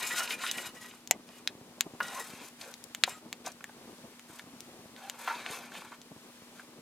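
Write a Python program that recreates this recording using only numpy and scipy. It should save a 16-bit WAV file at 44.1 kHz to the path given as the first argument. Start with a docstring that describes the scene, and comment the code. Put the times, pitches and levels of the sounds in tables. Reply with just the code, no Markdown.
"""A steel scoop scrapes through coals and ash in the firebox of an outdoor wood stove and knocks against lumps.
Friction noise and blows drive the scoop's resonances; ash blurs them, and short rough tones stand out.
Flames flutter low as modulated noise and puffs; a mains hum (one sine) stands under a faint noise hiss.
The bed ticks faintly, embers pop, mostly as sharp pressure cycles, and the iron box answers with a short noise tail."""
import sys
import numpy as np
from scipy import signal
from scipy.fft import rfft, irfft, next_fast_len
from scipy.io import wavfile
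from scipy.ndimage import uniform_filter1d, map_coordinates

SR = 44100
rng = np.random.default_rng(int(sys.argv[2]) if len(sys.argv) > 2 else 0)


def log_audio(samples):
    """Write samples as a 16-bit WAV file to the path given in sys.argv[1]."""
    # one column per channel
    frames = np.atleast_2d(samples).T
    # limit to full scale, then quantise
    limited = np.clip(frames, -1, 1)
    pcm = np.round(limited * 32767).astype(np.int16)
    wavfile.write(sys.argv[1], SR, pcm)


N = 300321


def amp(db):
    """Gain of a dB value."""
    return 10 ** (np.asarray(db) / 20)


def unit(x):
    """Scales to rms 1."""
    return x / np.sqrt(np.mean(x ** 2) + 1e-20)


def along(points, hz):
    """Interpolates (Hz, value) points on a log frequency axis."""
    point_hz, values = np.transpose(points)
    return np.interp(np.log(hz + 1), np.log(point_hz + 1), values)


def wobble(knots_per_s):
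    """Smooth random curve through normally distributed knots."""
    knots = rng.standard_normal(int(N * knots_per_s / SR) + 4)
    return map_coordinates(knots, [np.arange(N) * knots_per_s / SR])


def filtered(x, response):
    """Multiplies the spectrum of x by a complex response of frequency."""
    size = next_fast_len(N + SR // 2)
    spectrum = rfft(x, size) * response(np.fft.rfftfreq(size, 1 / SR))
    return irfft(spectrum, size)[..., :N]


def peak(f, hz, width_hz):
    """Response of one causal resonance."""
    return 1j * f * width_hz / (hz * hz - f * f + 1j * f * width_hz)


def add(track, start_s, sound):
    """Mixes a short sound into the track."""
    part = track[..., round(start_s * SR):][..., :sound.shape[-1]]
    part += sound[..., :part.shape[-1]]


# Left-right likeness of background noise. Each row: frequency in Hz, correlation from 0 to 1.
LIKENESS = [(60, 0.885), (240, 0.982), (950, 0.816), (3770, 0.304), (15000, 0.092)]
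LEFT_LEAD_S, LEFT_OVER_RIGHT_DB = .0001, 1.5


def background_noise(spectrum):
    """Stereo noise of rms 1, less alike in the treble; the left channel is earlier and louder."""
    def mid_side(hz):
        angle = np.arccos(np.clip(along(LIKENESS, hz), -1, 1)) / 2
        return amp(along(spectrum, hz)) * [np.cos(angle), np.sin(angle)]

    def lead(hz):
        gain = amp([[LEFT_OVER_RIGHT_DB / 2], [-LEFT_OVER_RIGHT_DB / 2]])
        return gain * np.exp(1j * np.pi * LEFT_LEAD_S * np.outer([1, -1], hz))

    mid, side = filtered(rng.standard_normal((2, N)), mid_side)
    return unit(filtered(np.array([mid + side, mid - side]), lead))


# Shoves of the scoop. Each row: start in seconds, length before lift-off in seconds, edge drive in dB,
# lumps relative to edge in dB, ash relative to edge in dB, level change by the end in dB.
SHOVES = [(-0.03, 0.2816, -41.5, -4, -1.5, 1), (0.147, 0.039, -35.5, -7.5, 0, -1.5),
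          (0.274, 0.068, -36, -0.5, 1, -9), (0.37, 0.1725, -40.5, -9.5, -5.5, -1),
          (0.546, 0.1291, -44, -1, -0.5, -2), (0.731, 0.0293, -54.5, 1, -1.5, 1),
          (0.795, 0.25, -46.5, -5, 0.5, -25.5), (1.256, 0.1296, -62.5, -4, -2, 1),
          (1.992, 0.2177, -53, 1, -0.5, 7), (2.212, 0.2694, -54.5, -4, -3.5, -6),
          (2.577, 0.135, -58, 0.5, -2.5, -2), (3.061, 0.1114, -41.5, -7.5, -1.5, -17.5),
          (3.442, 0.0448, -43.5, -2, -6.5, -9.5), (4.262, 0.138, -72.5, 8.5, 7.5, 2),
          (4.953, 0.1976, -61.5, 1.5, -7.5, -1), (5.163, 0.078, -59, 2, -1, 2.5),
          (5.237, 0.188, -47, -4.5, -11.5, -5), (5.416, 0.085, -53, -1.5, -15, 4),
          (5.493, 0.3324, -45.5, -1, -6.5, -26.5), (5.708, 0.2446, -51.5, -3, -6, -15.5),
          (6.531, 0.0975, -62.5, -1.5, -2, -7)]
BITE_S, LIFT_S = 0.0346, 0.0368  # the edge digs in, and comes away


def strokes():
    """Gains of edge, lumps and ash: each shove digs in, drifts in level and lifts off; shoves add in power."""
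    t, power = np.arange(N) / SR, np.zeros((3, N))
    for start_s, length_s, edge_db, lumps_db, ash_db, change_db in SHOVES:
        bite = np.clip((t - start_s) / BITE_S, 0, 1)
        lift = np.clip(1 + (start_s + length_s - t) / LIFT_S, 0, 1)
        drift_db = change_db * np.clip((t - start_s) / length_s, 0, 1)
        gain = bite * lift * amp(edge_db + drift_db)
        power += (amp([[0], [lumps_db], [ash_db]]) * gain) ** 2
    return np.sqrt(power)


def grit(clumps_per_s, rough_db):
    """Friction: dense tiny slips in clumps; shifting coals damp now one, now another part of the blade."""
    clumping_db = rough_db * wobble(clumps_per_s) + 1.658 * rough_db * wobble(clumps_per_s / 7)
    slips = rng.standard_normal(N) * amp(clumping_db)
    z = signal.stft(slips, nperseg=512)[2]
    damping = uniform_filter1d(rng.standard_normal(z.shape), size=3, axis=0)
    damping = uniform_filter1d(damping, size=9, axis=1)
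    return unit(signal.istft(z * amp(2.22 * unit(damping)), nperseg=512)[1][:N])


# Resonances of the bare scoop. Each row: frequency in Hz, width in Hz, level in dB.
BLADE = [(1004.2, 42.7, -15), (1262, 11.7, -2.5), (1440.4, 37.4, -8.5), (1925, 30, -2.5), (2449, 69, -17),
         (2909, 41, -5.5), (3825, 198, -16), (5244, 33, -9.5), (6163, 31, -21), (7485, 56, -12.5),
         (8815, 18, -15.5), (10080, 27, -11)]
# Broad colour of coal on steel. Each row: frequency in Hz, relative density in dB per Hz.
RUBBING = [(180, -41), (300, 10), (1430, 10), (2480, 9.5), (3470, 4.5), (7500, 6), (14200, 2.5),
           (15700, -13)]


def blade(f, wider=1):
    """One row per resonance, last the broad response; ash widens the modes and raises the broad part."""
    modes = []
    for k, (hz, width_hz, db) in enumerate(BLADE):
        mode = (-1) ** k * amp(db) * peak(f, hz, wider * width_hz)
        modes.append(mode / np.sqrt(wider))
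    broad = amp(along(RUBBING, f) - along(RUBBING, 2500) - 17)
    return np.array(modes + [broad * np.sqrt(wider)])


SHIFTING_DB, SHIFTS_PER_S = 4, 14


def ringing(drive):
    """Bare blade; each resonance swells and dies as the load moves."""
    *modes, broad = filtered(drive, blade)
    return broad + sum(unit(amp(SHIFTING_DB * wobble(SHIFTS_PER_S))) * mode for mode in modes)


# Friction of edge, lumps and ash, in that order.
# Each row: clumps per second, roughness in dB, centre in Hz, span in Hz.
GRIT = [(380.6, 1.35, 2538, 3760), (248.3, 0.7, 842.4, 1516), (696.4, 2, 7450, 14600)]


def scraping():
    """Friction force on the blade, each kind scaled by how loudly the bare blade answers it."""
    f = np.fft.rfftfreq(SR // 16, 1 / SR)
    drive = np.zeros(N)
    for gain, (clumps_per_s, rough_db, centre_hz, span_hz) in zip(strokes(), GRIT):
        answer = blade(f).sum(0) * peak(f, centre_hz, span_hz) ** 2
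        loudness = np.sqrt(np.mean(np.abs(answer) ** 2))
        friction = filtered(grit(clumps_per_s, rough_db), lambda g: peak(g, centre_hz, span_hz) ** 2)
        drive += gain / loudness * friction
    return drive


# Spells with the blade in ash. Each row: start in seconds, end in seconds.
BURIED = [(2.24, 2.75), (3.3, 6.81)]
BURIED_WIDER = 5  # factor on resonance width


def scoop():
    """Slips and blows sound through one blade, bare or buried; the direct blows and rough tones are added."""
    blows = noise_blows()
    drive = scraping() + blows
    t = np.arange(N) / SR
    buried = sum((t > start_s) & (t < end_s) for start_s, end_s in BURIED)
    bare_steel = ringing(drive * (1 - buried))
    buried_steel = filtered(drive * buried, lambda f: blade(f, BURIED_WIDER).sum(0))
    return bare_steel + buried_steel + amp(-13) * blows + rough_tones()


def crackle(count=260):
    """Faint ticks from the glowing bed: random impulses through a treble resonance."""
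    start, size, side = rng.random((count, 3)).T
    level_db = -48 - 3 * np.log(size)
    out = np.zeros((2, N))
    ticks = amp(level_db) * amp([5 * side, -5 * side])
    np.add.at(out, (slice(None), (start * N).astype(int)), ticks)
    return filtered(out, lambda f: peak(f, 5100, 4700) ** 2)


# Decay of the iron box. Each row: frequency in Hz, time to fall 60 dB in seconds.
FIREBOX_T60 = [(300, 0.152), (2000, 0.0833), (6000, 0.0505), (14000, 0.0157)]


def firebox(x):
    """Short noise tail, drawn anew every 0.3 s, each frequency dying at its own speed."""
    out, step = np.zeros((2, N)), int(.3 * SR)
    for start in range(0, N, step):
        hz, t, z = signal.stft(rng.standard_normal((3, SR // 5)), SR, nperseg=128)
        decay = amp(-60 * t / along(FIREBOX_T60, hz)[:, None])
        tails = signal.istft(z * decay, SR, nperseg=128)[1]
        tail = tails[0] + 0.04 * tails[1:]  # nearly alike left and right
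        tail = tail / np.linalg.norm(tail[0])
        answer = signal.fftconvolve(x[None, start:start + step], tail, axes=1)
        add(out, start / SR + .003, answer)
    return out


# Flutter level before surges. Each row: time in seconds, level in dB.
FLAMES = [(0.0, -57), (0.6, -57.5), (1.2, -57.5), (1.5, -57), (2.1, -54.5), (2.7, -60.5), (3.45, -52.5),
          (3.65, -57.5), (3.9, -53), (4.2, -62.5), (4.8, -53), (5.1, -63.5), (5.7, -55.5), (6.0, -59)]
# Strongest puffs. Each row: time in seconds, pulse gain in dB.
PUFFS = [(1.552, -38), (1.613, -37), (1.937, -34.5), (2.336, -36), (4.299, -39.5), (4.44, -41.5),
         (4.564, -43), (4.857, -38), (5.502, -35), (6.118, -40), (6.164, -40), (6.421, -41.5)]
# Flutter spectrum. Each row: frequency in Hz, relative density in dB per Hz.
FLUTTER = [(12, -62.5), (20, -5), (54, -25), (167, -6.5), (261, -2.5), (1200, -16), (1560, -43),
           (2640, -120)]
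PUFF_S = 0.000929  # time scale of one pulse


def flames(count=240):
    """Low turbulent flutter, and puffs of gas that each push the air once."""
    seconds, db = np.transpose(FLAMES)
    level_db = np.interp(np.arange(N) / SR, seconds, db)
    surge_db = 1.1 * wobble(9)
    turbulence = unit(amp(4.19 * wobble(60)) * background_noise(FLUTTER))
    flutter = amp(level_db + surge_db) * turbulence
    pushes = np.zeros(N)
    at, size = rng.random((count, 2)).T
    at = (at * N).astype(int)
    np.add.at(pushes, at, amp(level_db[at] + 5 - 1.8 * np.log(size)))
    for start_s, puff_db in PUFFS:
        pushes[round(start_s * SR)] += amp(puff_db)
    u = np.arange(SR // 40) / SR / PUFF_S
    pulse = np.e * u * (2 - u) * np.exp(-u)
    puffs = np.convolve(pushes, pulse)[:N]
    return flutter + filtered(puffs, lambda f: (1j * f / (110 + 1j * f)) ** 2)  # no deep bass from a small flame


HUM_HZ, HUM_DB = 240.2, -58.5


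def hum():
    """A mains overtone: one sine, slightly unsteady in phase and level."""
    phase = 2 * np.pi * HUM_HZ * np.arange(N) / SR + .5 * wobble(3.17)
    return amp(HUM_DB + 0.31 * wobble(9.8)) * np.sin(phase)


# Hiss spectrum. Each row: frequency in Hz, relative density in dB per Hz.
HISS = [(180, -19.5), (300, -21), (900, -10.5), (3400, -13), (9240, -17.5), (14200, -22.5), (16000, -30)]
HISS_DB = -57.5


def hiss():
    """Faint stereo noise with a slowly wavering level."""
    return amp(HISS_DB + 1.35 * wobble(2.994)) * background_noise(HISS)


# Short rough tones: mostly the edge catching; the one at 3.6415 s is the brief ring of an ember pop.
# Each row: start in seconds, length in seconds, frequency in Hz, level in dB.
ROUGH_TONES = [(0.103, 0.045, 1891, -36), (0.306, 0.061, 2454, -39.5), (2.046, 0.103, 1435, -51),
               (2.111, 0.1056, 1036, -47), (2.628, 0.084, 500, -52.5), (3.078, 0.092, 7490, -53),
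               (3.6415, 0.0034, 1750, -38.5), (5.015, 0.08, 762.6, -47.5), (5.186, 0.046, 922, -48.5),
               (5.285, 0.093, 957, -45.5), (5.332, 0.068, 2524, -48.5)]
TONE_WIDTH_HZ = 96


def rough_tones():
    """Narrow-band noise stands out for a moment: mostly the edge catching on the iron, once an ember's ring."""
    out, t = np.zeros(N), np.arange(SR // 4) / SR
    f = np.fft.rfftfreq(len(t), 1 / SR)
    for start_s, length_s, hz, db in ROUGH_TONES:
        noise = rfft(rng.standard_normal(len(t)))
        tone = unit(irfft(noise * peak(f, hz, TONE_WIDTH_HZ) ** 2, len(t)))
        envelope = np.sqrt(np.abs(np.sin(np.pi * np.clip(t / length_s, 0, 1))))
        add(out, start_s, amp(db) * tone * envelope)
    return out


# Short noise-burst blows: lumps knocking the scoop, and at 4.394 s a small ember pop.
# Each row: start in seconds, peak force in dB, loudest region in Hz, decay in seconds (held to at least 1 ms).
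BLOWS = [(0.106, -17.5, 1860, 0.014), (0.18, -15.5, 3620, 0.0067), (0.201, -15.5, 1408, 0.0178),
         (0.275, -17.5, 2670, 0.0056), (0.306, -12, 2500, 0.00595), (0.324, -18.5, 2390, 0.013),
         (0.436, -17, 1496, 0.0124), (0.464, -14.5, 2430, 0.0044), (0.582, -14.5, 2770, 0.00177),
         (0.911, -32, 2560, 0.0048), (0.937, -34, 1060, 0.00213), (2.003, -11.5, 1208, 0.00596),
         (2.028, -25, 5060, 0.0056), (2.082, -24, 5500, 0.0048), (2.197, -22, 7980, 0.0073),
         (2.485, -33.5, 6000, 0.002), (2.612, -25.5, 3820, 0.0064), (3.076, -17, 723, 0.0067),
         (3.093, -22, 7300, 0.004), (3.462, -19, 4900, 0.00496), (3.469, -24, 766, 0.0067),
         (3.518, -30.5, 6100, 0.0033), (3.607, -32.5, 1320, 0.0023), (3.694, -35.5, 1010, 0.00226),
         (4.388, -35, 3560, 0.0021), (4.394, -26, 2000, 0.00168), (5.275, -15, 1248, 0.0101),
         (5.299, -21, 1140, 0.0244), (5.719, -31.5, 1190, 0.0024), (5.752, -29.5, 1010, 0.00233),
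         (5.82, -30.5, 946, 0.0025), (5.848, -35.5, 1150, 0.0128), (5.918, -33, 1203, 0.014),
         (6.595, -33, 1396, 0.00645)]


def noise_blows():
    """Lumps knocking the scoop, and one small ember pop: decaying noise through a broad resonance."""
    blows, t = np.zeros(N), np.arange(SR // 16) / SR
    f = np.fft.rfftfreq(len(t), 1 / SR)
    for start_s, db, hz, decay_s in BLOWS:
        envelope = (1 - np.exp(-t / 0.0004)) * np.exp(-t / max(decay_s, .001))
        burst = rng.standard_normal(len(t)) * envelope
        blow = irfft(rfft(burst) * (peak(f, hz, hz) ** 2 + .03), len(t))
        add(blows, start_s, amp(db) * blow / np.abs(blow).max())
    return blows


# Bursting embers. Each row: start in seconds, level in dB, pitch in Hz, treble snap relative to level in dB,
# low push relative to level in dB, left over right in dB.
POPS = [(0.5125, -11, 5800, -29, -27, -4), (1.0734, -27.5, 4340, -1.5, -26, 0),
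        (1.1097, -6, 2317, 5.5, -5.5, -2), (1.289, -36, 3800, -20.5, -27.5, -2.5),
        (1.474, -8, 3457, -46, -30, 1.5), (1.8075, -7.5, 3090, 0, -30, 0),
        (2.739, -26, 4760, -24, -30.5, 4), (2.8392, -31.5, 6940, -28, -34, 19),
        (2.9476, -20, 2590, -1, -25, -0.5), (3.0363, 1.5, 3193, -14.5, -25.5, -0.5),
        (3.3273, -19, 2785, -4, -27, 0.5), (3.641, -26, 2160, -2, -20, -1),
        (4.1943, -34, 2190, -2, -28.5, -2.5), (4.6046, -25.5, 5400, -16.5, -38, 1.5),
        (4.963, -31.5, 2970, -22, -30.5, -0.5), (5.097, -20.5, 2890, 1.5, -14, -1.5),
        (5.462, -18, 2110, -32.5, -27.5, 2.5), (6.015, -32.5, 4500, -20, -30, -2)]


def embers():
    """A gas pocket bursts: about one pressure cycle, a snap, brief splinters, a slap off the near wall."""
    out, t = np.zeros((2, N)), np.arange(SR // 80) / SR
    f = np.fft.rfftfreq(len(t), 1 / SR)
    u = t - .0012  # seconds from the middle of the burst
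    for start_s, db, hz, snap_db, push_db, pan_db in POPS:
        burst = np.cos(2 * np.pi * hz * u) * np.exp(-(u * hz / 0.447) ** 2)
        bump = np.exp(-(u * hz) ** 2)
        burst -= bump * burst.sum() / bump.sum()  # no net air is left over
        snap_shape = np.exp(-np.abs(u) * np.where(u < 0, 14000, 4500))
        snap = amp(snap_db) * np.sin(2 * np.pi * 7000 * u) * snap_shape
        snap += amp(snap_db - 6.5) * np.cos(2 * np.pi * 12500 * u) * np.exp(-np.abs(u) * 9000)  # its sharp edge
        chips = rng.standard_normal((3, len(t))) * np.exp(-u / 0.001636) * (u > .0002)
        colour = peak(f, hz, 2.2 * hz) ** 3 + amp(snap_db - 9) * peak(f, 11500, 8100) ** 2
        splinters = irfft(rfft(chips[0] + .5 * chips[1:]) * colour, len(t))
        push = amp(push_db) * np.sin(2 * np.pi * 780 * u) * np.exp(-u / 0.00135) * (u > 0)
        pop = burst + snap + push + amp(-9) * splinters
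        pop = amp(db) * amp([[pan_db / 2], [-pan_db / 2]]) * pop
        add(out, start_s, pop)
        add(out, start_s + 0.0044, amp(-19) * pop[::-1])  # wall slap, sides swapped
    return filtered(out, lambda f: (1j * f / (350 + 1j * f)) ** 3)  # a tiny burst radiates no bass


# Scattered side signal. Each row: frequency in Hz, level in dB.
SCATTER = [(700, -43), (3000, -15), (5000, -11), (12000, -5)]
SCATTER_S = 0.0011  # decay constant
# Balance of near sounds. Each row: frequency in Hz, left over right in dB.
BALANCE = [(700, 0.86), (3000, 0.5), (7500, 5), (15000, 4.5)]


def stereo_spread(near):
    """Short scattered echoes make the treble differ left to right; a filter tilts the balance."""
    t = np.arange(SR // 100) / SR
    echoes = rng.standard_normal(len(t)) * np.exp(-t / SCATTER_S)
    scattered = signal.fftconvolve(near.mean(0), echoes / np.linalg.norm(echoes))[:N]
    side = filtered(scattered, lambda f: amp(along(SCATTER, f)))
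    return filtered(near + [side, -side], lambda f: amp([along(BALANCE, f) / 2, -along(BALANCE, f) / 2]))


def scene():
    """Scoop and embers share the firebox; flames, hum and hiss lie under them."""
    steel = scoop()
    pops = embers() + crackle()
    walls = amp(-16.5) * firebox(pops.mean(0) + amp(2.0) * steel)
    return stereo_spread(steel + pops + walls) + flames() + hum() + hiss()


TOP_HZ = 16800


def record(dry):
    """The microphone drops the deep bass, rounds off the loudest peaks and keeps nothing above its band limit."""
    thin = filtered(dry, lambda hz: 1j * hz / (70 + 1j * hz))
    rounded = thin / (1 + np.abs(thin / .92) ** 6) ** (1 / 6)
    return filtered(rounded, lambda hz: np.clip((TOP_HZ - hz) / 300, 0, 1))


dry = scene()
out = record(dry)
log_audio(out)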